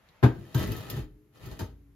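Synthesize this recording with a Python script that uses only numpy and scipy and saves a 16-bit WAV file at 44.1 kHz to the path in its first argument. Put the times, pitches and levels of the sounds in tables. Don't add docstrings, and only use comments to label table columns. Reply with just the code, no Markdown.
import sys
import numpy as np
from scipy import signal
from scipy.fft import rfft, irfft, next_fast_len
from scipy.io import wavfile
from scipy.ndimage import map_coordinates

SR = 44100
rng = np.random.default_rng(int(sys.argv[2]) if len(sys.argv) > 2 else 0)


def pcm_store(signal):
    levels = np.round(np.clip(np.atleast_2d(signal), -1, 1) * 32767)
    wavfile.write(sys.argv[1], SR, levels.astype(np.int16).T)


N = 85995


# start in seconds, boom level in dB, boom pitch as a ratio,
# boom lag in seconds, clack level in dB, crack level in dB.
RIM_KNOCKS = [(0.2274, -18.5, 1.7, 0.00052, -15.5, -50), (0.2339, -3.5, 1.0, 0, -15.5, -42),
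              (0.5451, -12.5, 1.01, 0.0037, -27.5, -42.5), (0.922, -30, 0.89, 0, -65, -66),
              (0.967, -26, 1.05, 0.00077, -42.5, -53.5), (1.462, -31, 0.94, 0.0032, -58.5, -65),
              (1.512, -33, 0.43, 0, -40.5, -52.5), (1.5909, -44.5, 1.5, 0, -34, -43),
              (1.605, -26.5, 0.8, 0.011, -31, -50.5)]
# pitch in Hz before the knock's ratio, relative level in dB, T60 in seconds.
BENCH_MODES = [(61.6, -27.5, 0.34), (92.3, -11, 0.16), (122.65, 4, 0.13), (189, -18, 0.12),
               (260, -14, 0.18), (316, -17, 0.24), (406.6, -19, 0.18), (844.6, -35, 0.11),
               (901, -19, 0.055), (958.7, -22, 0.049), (1579, -34.5, 0.22)]
# frequency in Hz, relative level in dB per Hz.
CLACK_COLOUR = [(30, -21.5), (70, -9), (150, 2.5), (380, -0.5), (520, -10.5), (950, -10), (1700, -19),
                (2600, -25.5), (4500, -30.5), (8000, -68.5), (16000, -88)]
# frequency in Hz, width in Hz, relative level in dB.
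CLACK_RESONANCES = [(421.5, 30, -2), (919, 33, 0), (1597, 90, 5), (1860, 90, -2.5)]
# frequency in Hz, T60 in seconds.
CLACK_FADE = [(60, 0.15), (300, 0.16), (1000, 0.13), (3000, 0.14), (12000, 0.067)]
# frequency in Hz, relative level in dB per Hz.
CRACK_COLOUR = [(300, -58), (1500, -6), (3500, 1), (6500, 0), (8500, -0.5), (12500, 0), (16000, -19)]
# frequency in Hz, width in Hz, level in dB over the plain noise.
RIM_RESONANCES = [(642, 8.3, -5.5), (1298, 63, 7.5), (1805, 53, 12.5), (1967, 22, 12), (2520, 98, 3.5),
                  (2870, 71.6, 4), (3107, 25, 10), (3467, 50, -7.5), (3760, 270, -1.5), (4320, 139.4, 1),
                  (4970, 30, 8), (6320, 30, 13), (6820, 50, 7.5)]
# time in seconds, level in dB.
SLIDE_LEVEL = [(0.2, -74.5), (0.37, -60.5), (0.54, -55.5), (0.56, -39.5), (0.635, -36.5), (0.66, -41),
               (0.72, -42.5), (0.85, -48), (0.9, -45), (0.99, -46.5), (1.04, -57.5), (1.13, -106),
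               (1.31, -84), (1.36, -57), (1.39, -61), (1.42, -54), (1.47, -49), (1.5, -54), (1.58, -55.5),
               (1.66, -57), (1.78, -90)]
# frequency in Hz, relative level in dB per Hz.
SCRAPE_COLOUR = [(200, 6.5), (400, 11.5), (700, 4), (1800, -6.5), (3500, -6.5), (6500, -14), (8500, -10),
                 (10500, -10), (12800, -12), (16000, -26)]
# time in seconds, level in dB.
RUMBLE_LEVEL = [(0.24, -100), (0.3, -41), (0.4, -42), (0.52, -57.5), (0.6, -30), (0.72, -32), (0.86, -48),
                (0.99, -35), (1.1, -55.5), (1.3, -66), (1.39, -61), (1.46, -43), (1.57, -51.5),
                (1.63, -46.5), (1.72, -55), (1.95, -67)]
# frequency in Hz, relative level in dB per Hz.
RUMBLE_COLOUR = [(25, -28), (55, 4), (75, -2.5), (120, 5), (170, -4), (280, -9), (400, -11.5), (520, -25.5),
                 (1000, -53)]
# start in seconds, level in dB, T60 of the hiss in seconds.
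METAL_TICKS = [(0.546, -33, 0.028), (0.5777, -41.5, 0.11), (0.5926, -38.5, 0.035), (0.628, -43, 0.028),
               (0.672, -45.5, 0.077), (0.7178, -37.5, .06), (0.7632, -45.5, 0.21), (0.8994, -33, 0.073),
               (0.9656, -52, 0.11), (1.458, -51, 0.091), (1.514, -57.5, .08), (1.5932, -45, 0.081)]
# pitch in Hz, relative level in dB, T60 in seconds.
METAL_MODES = [(3085, -9, .2), (3693, -9, .14), (4945, -8, .17), (6233, -3, .13), (6815, -11, .13),
               (9426, -11, .14), (11950, -5, .09), (12930, -2, .09), (13460, 0, .08), (13840, -1, .09)]
# frequency in Hz, relative level in dB per Hz.
TICK_COLOUR = [(1000, -25), (2500, 1), (4000, 2), (8000, -8), (10500, -2.5), (13300, 2.5), (16000, -9)]
# start in seconds, pitch in Hz, level in dB, T60 in seconds.
THUDS_AND_HUMS = [(0.236, 343, -34.5, 0.63), (0.551, 264.5, -36, 0.41), (0.971, 303, -51, 1.17),
                  (1.001, 421.7, -57.5, 1.31), (1.01, 42.7, -33.5, 0.45), (1.601, 84.6, -41.5, 0.67),
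                  (1.601, 54.7, -41.5, 1.3), (1.621, 284, -55, 1.6), (1.6, 414, -51.5, 0.45)]
# time in seconds, level in dB.
SLEEVE_LEVEL = [(0, -66), (0.08, -63.5), (0.2, -61.5), (0.3, -76.5)]
# frequency in Hz, relative level in dB per Hz.
CLOTH_COLOUR = [(150, 9), (400, -13), (540, 2), (800, -1), (2200, -3.5), (3800, -13.5), (7000, -21),
                (8500, -28.5), (12000, -37), (16000, -37)]
# frequency in Hz, relative level in dB per Hz.
HAND_TICK_COLOUR = [(1000, -20), (2800, -19.5), (3800, -4.5), (5000, -16.5), (9000, -32)]
# frequency in Hz, relative level in dB per Hz.
TAIL_COLOUR = [(150, -57.5), (450, 6), (1000, 2.5), (4000, 1.5), (14000, -9.5)]
# frequency in Hz, relative level in dB per Hz.
AIR_COLOUR = [(25, -1.5), (60, 6.5), (110, -6.5), (180, -17.5), (330, -2), (700, -20.5), (2000, -24),
              (5000, -26), (8500, -23.5), (12500, -17.5), (16000, -62.5)]
# frequency in Hz, side level over middle level in dB.
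STEREO_WIDTH = [(60, -16), (125, -11.5), (250, -8), (500, -6), (1000, -4), (4000, -2), (7000, -0.5),
                (8700, 20), (10200, 0), (11500, 3.5), (16000, -98)]
# frequency in Hz, left level over right level in dB.
LEFT_LEAN = [(30, -1), (60, 0.5), (125, 2.5), (250, 2), (500, 2), (1000, 1.5), (2500, 0.66), (12000, -0.5)]

BOOM_RISE_S, CLACK_RISE_S, CRACK_RISE_S, CRACK_T60 = 0.012, 0.0033, 0.00033, 0.18
GRAINS_PER_S, GRAIN_SPREAD_DB, SCRAPE_ROUGH_DB = 5000, -1, 0.5
CHATTER_DB, CHATTER_SPREAD_DB, CHATTER_T60 = -12, 4.5, 0.065
CHATTER_LOW_HZ, CHATTER_HIGH_HZ = 895, 5550
TICK_RING_DB, TICK_NOISE_DB = -10.5, -2
HUM_RISE_S, HUM_WAVER_DB = 0.0059, 2
HAND_TICK_S, HAND_TICK_DB = 0.088, -58.5
ROOM_T60, ROOM_DB, AIR_DB = 0.29, -12, -73.5
LEFT_LEAD_S = 0.00007
LOW_CUT_HZ, TOP_HZ = 47, 15900


def amp(db):
    return 10 ** (np.asarray(db) / 20)


def unit(x):
    return x / np.sqrt(np.mean(x ** 2) + 1e-20)


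def along(points, hz):
    table_hz, values = np.transpose(points)
    return np.interp(np.log(hz + 1), np.log(table_hz + 1), values)


def curve(rows):
    return np.interp(np.arange(N) / SR, *np.transpose(rows))


def since(s):
    return np.maximum(np.arange(N) / SR - s, 0)


def rise(t, seconds):
    return 1 - np.exp(-t / seconds)


def wobble(rate):
    knots = rng.standard_normal(int(N * rate / SR) + 4)
    return map_coordinates(knots, [np.arange(N) * rate / SR])


def filtered(x, response):
    m = next_fast_len(N + SR // 2)
    spectrum = rfft(x, m) * response(np.fft.rfftfreq(m, 1 / SR))
    return irfft(spectrum, m)[..., :N]


def noise(colour, drive=1, peaks=()):
    def response(hz):
        turn = np.arctan(amp(along(STEREO_WIDTH, hz)))
        body = 1
        for centre, width, db in peaks:
            body = body + amp(db) / (1 + 2j * (hz - centre) / width)
        return body * amp(along(colour, hz)) * np.array([np.cos(turn), np.sin(turn)])
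    mid, side = filtered(drive * rng.standard_normal((2, N)), response)
    return unit(np.array([mid + side, mid - side]))


def boom(s, pitch):
    t = since(s)
    swell = np.sin(np.pi / 2 * np.minimum(t / BOOM_RISE_S, 1)) ** 2
    tones = 0
    for hz, db, t60 in BENCH_MODES:
        tones = tones + amp(db - 60 * t / t60) * np.sin(2 * np.pi * hz * pitch * t)
    return swell * tones


def clack(s):
    hz, t, bands = signal.stft(noise(CLACK_COLOUR, peaks=CLACK_RESONANCES), SR, nperseg=256)
    fade = amp(-60 * np.maximum(t - s, 0) / along(CLACK_FADE, hz)[:, None])
    faded = signal.istft(bands * fade, SR, nperseg=256)[1][:, :N]
    return faded * rise(since(s), CLACK_RISE_S)


def crack(s):
    t = since(s)
    fade = amp(-60 * t / CRACK_T60)
    return noise(CRACK_COLOUR, peaks=RIM_RESONANCES) * fade * rise(t, CRACK_RISE_S)


def knocks():
    out = np.zeros((2, N))
    for s, boom_db, pitch, lag, clack_db, crack_db in RIM_KNOCKS:
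        sharp = crack(s)
        out += amp(boom_db) * boom(s + lag, pitch) + amp(clack_db) * clack(s) + amp(crack_db) * sharp
    return out


def slide():
    is_slip = rng.random(N) < GRAINS_PER_S / SR
    slips = is_slip * amp(GRAIN_SPREAD_DB * rng.standard_normal(N))
    level = amp(curve(SLIDE_LEVEL) + SCRAPE_ROUGH_DB * wobble(68))
    scrape = noise(SCRAPE_COLOUR, slips, RIM_RESONANCES) * level
    rumble = noise(RUMBLE_COLOUR) * amp(curve(RUMBLE_LEVEL))
    return scrape + rumble


def chatter(count=420):
    out = np.zeros((2, N + SR))
    t = np.arange(SR // 10) / SR
    chances = np.column_stack([rng.random((count, 4)), rng.standard_normal(count)])
    for when, height, left, right, size in chances:
        hz = CHATTER_LOW_HZ * (CHATTER_HIGH_HZ / CHATTER_LOW_HZ) ** height
        phases = np.array([[left], [right]])
        ping = np.sin(2 * np.pi * (hz * t + phases)) * rise(t, 0.001)
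        first = int(when * N)
        out[:, first:first + len(t)] += amp(CHATTER_SPREAD_DB * size - 60 * t / CHATTER_T60) * ping
    return out[:, :N] * amp(curve(SLIDE_LEVEL) + CHATTER_DB)


def ring(modes, t):
    out = np.zeros((2, N))
    for hz, db, t60 in modes:
        apart = np.arctan(amp(along(STEREO_WIDTH, hz))) * np.array([[1], [-1]])
        level = amp(db + rng.standard_normal() * 2 - 60 * t / t60)
        out += level * np.sin(2 * np.pi * (hz * t + rng.random()) + apart)
    return out * (t > 0)


def ticks():
    out = np.zeros((2, N))
    for s, db, t60 in METAL_TICKS:
        t = since(s)
        hiss = noise(TICK_COLOUR) * amp(TICK_NOISE_DB - 60 * t / t60)
        metal = amp(TICK_RING_DB) * ring(METAL_MODES, t)
        out += amp(db) * rise(t, 0.00053) * (hiss + metal)
    return out


def thuds_and_hums():
    out = np.zeros(N)
    for s, hz, db, t60 in THUDS_AND_HUMS:
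        t = since(s)
        level = amp(db - 60 * t / t60 + HUM_WAVER_DB * wobble(20))
        out += level * rise(t, HUM_RISE_S) * np.sin(2 * np.pi * hz * t + 0.3 * wobble(22))
    return out


def sleeve():
    t = since(HAND_TICK_S)
    rustle = noise(CLOTH_COLOUR) * amp(curve(SLEEVE_LEVEL))
    grip_tick = noise(HAND_TICK_COLOUR) * amp(HAND_TICK_DB - 60 * t / 0.053) * (t > 0)
    return rustle + grip_tick


def workshop(x):
    fade = amp(-60 * since(0.0083) / ROOM_T60)
    tail = noise(TAIL_COLOUR) * fade * rise(since(0.00311), 0.001)
    mono = x.mean(axis=0)[None]
    return signal.fftconvolve(mono, tail / np.linalg.norm(tail[0]), axes=1)[:, :N]


def air():
    return amp(AIR_DB) * noise(AIR_COLOUR)


def scene():
    contacts = knocks() + thuds_and_hums() + ticks() + slide() + chatter() + sleeve()
    room = contacts + amp(ROOM_DB) * workshop(contacts) + air()
    sides = np.array([[0.5], [-0.5]])

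    def lean(hz):
        lead = 2 * np.pi * hz * LEFT_LEAD_S / (1 + (hz / 2000) ** 2)
        return amp(along(LEFT_LEAN, hz) * sides) * np.exp(1j * lead * sides)
    return filtered(room, lean)


def record(dry):
    low_cut = signal.butter(2, LOW_CUT_HZ, "high", fs=SR, output="sos")
    thinned = signal.sosfilt(low_cut, dry)
    return filtered(thinned, lambda hz: hz < TOP_HZ)


dry = scene()
out = record(dry)
pcm_store(out)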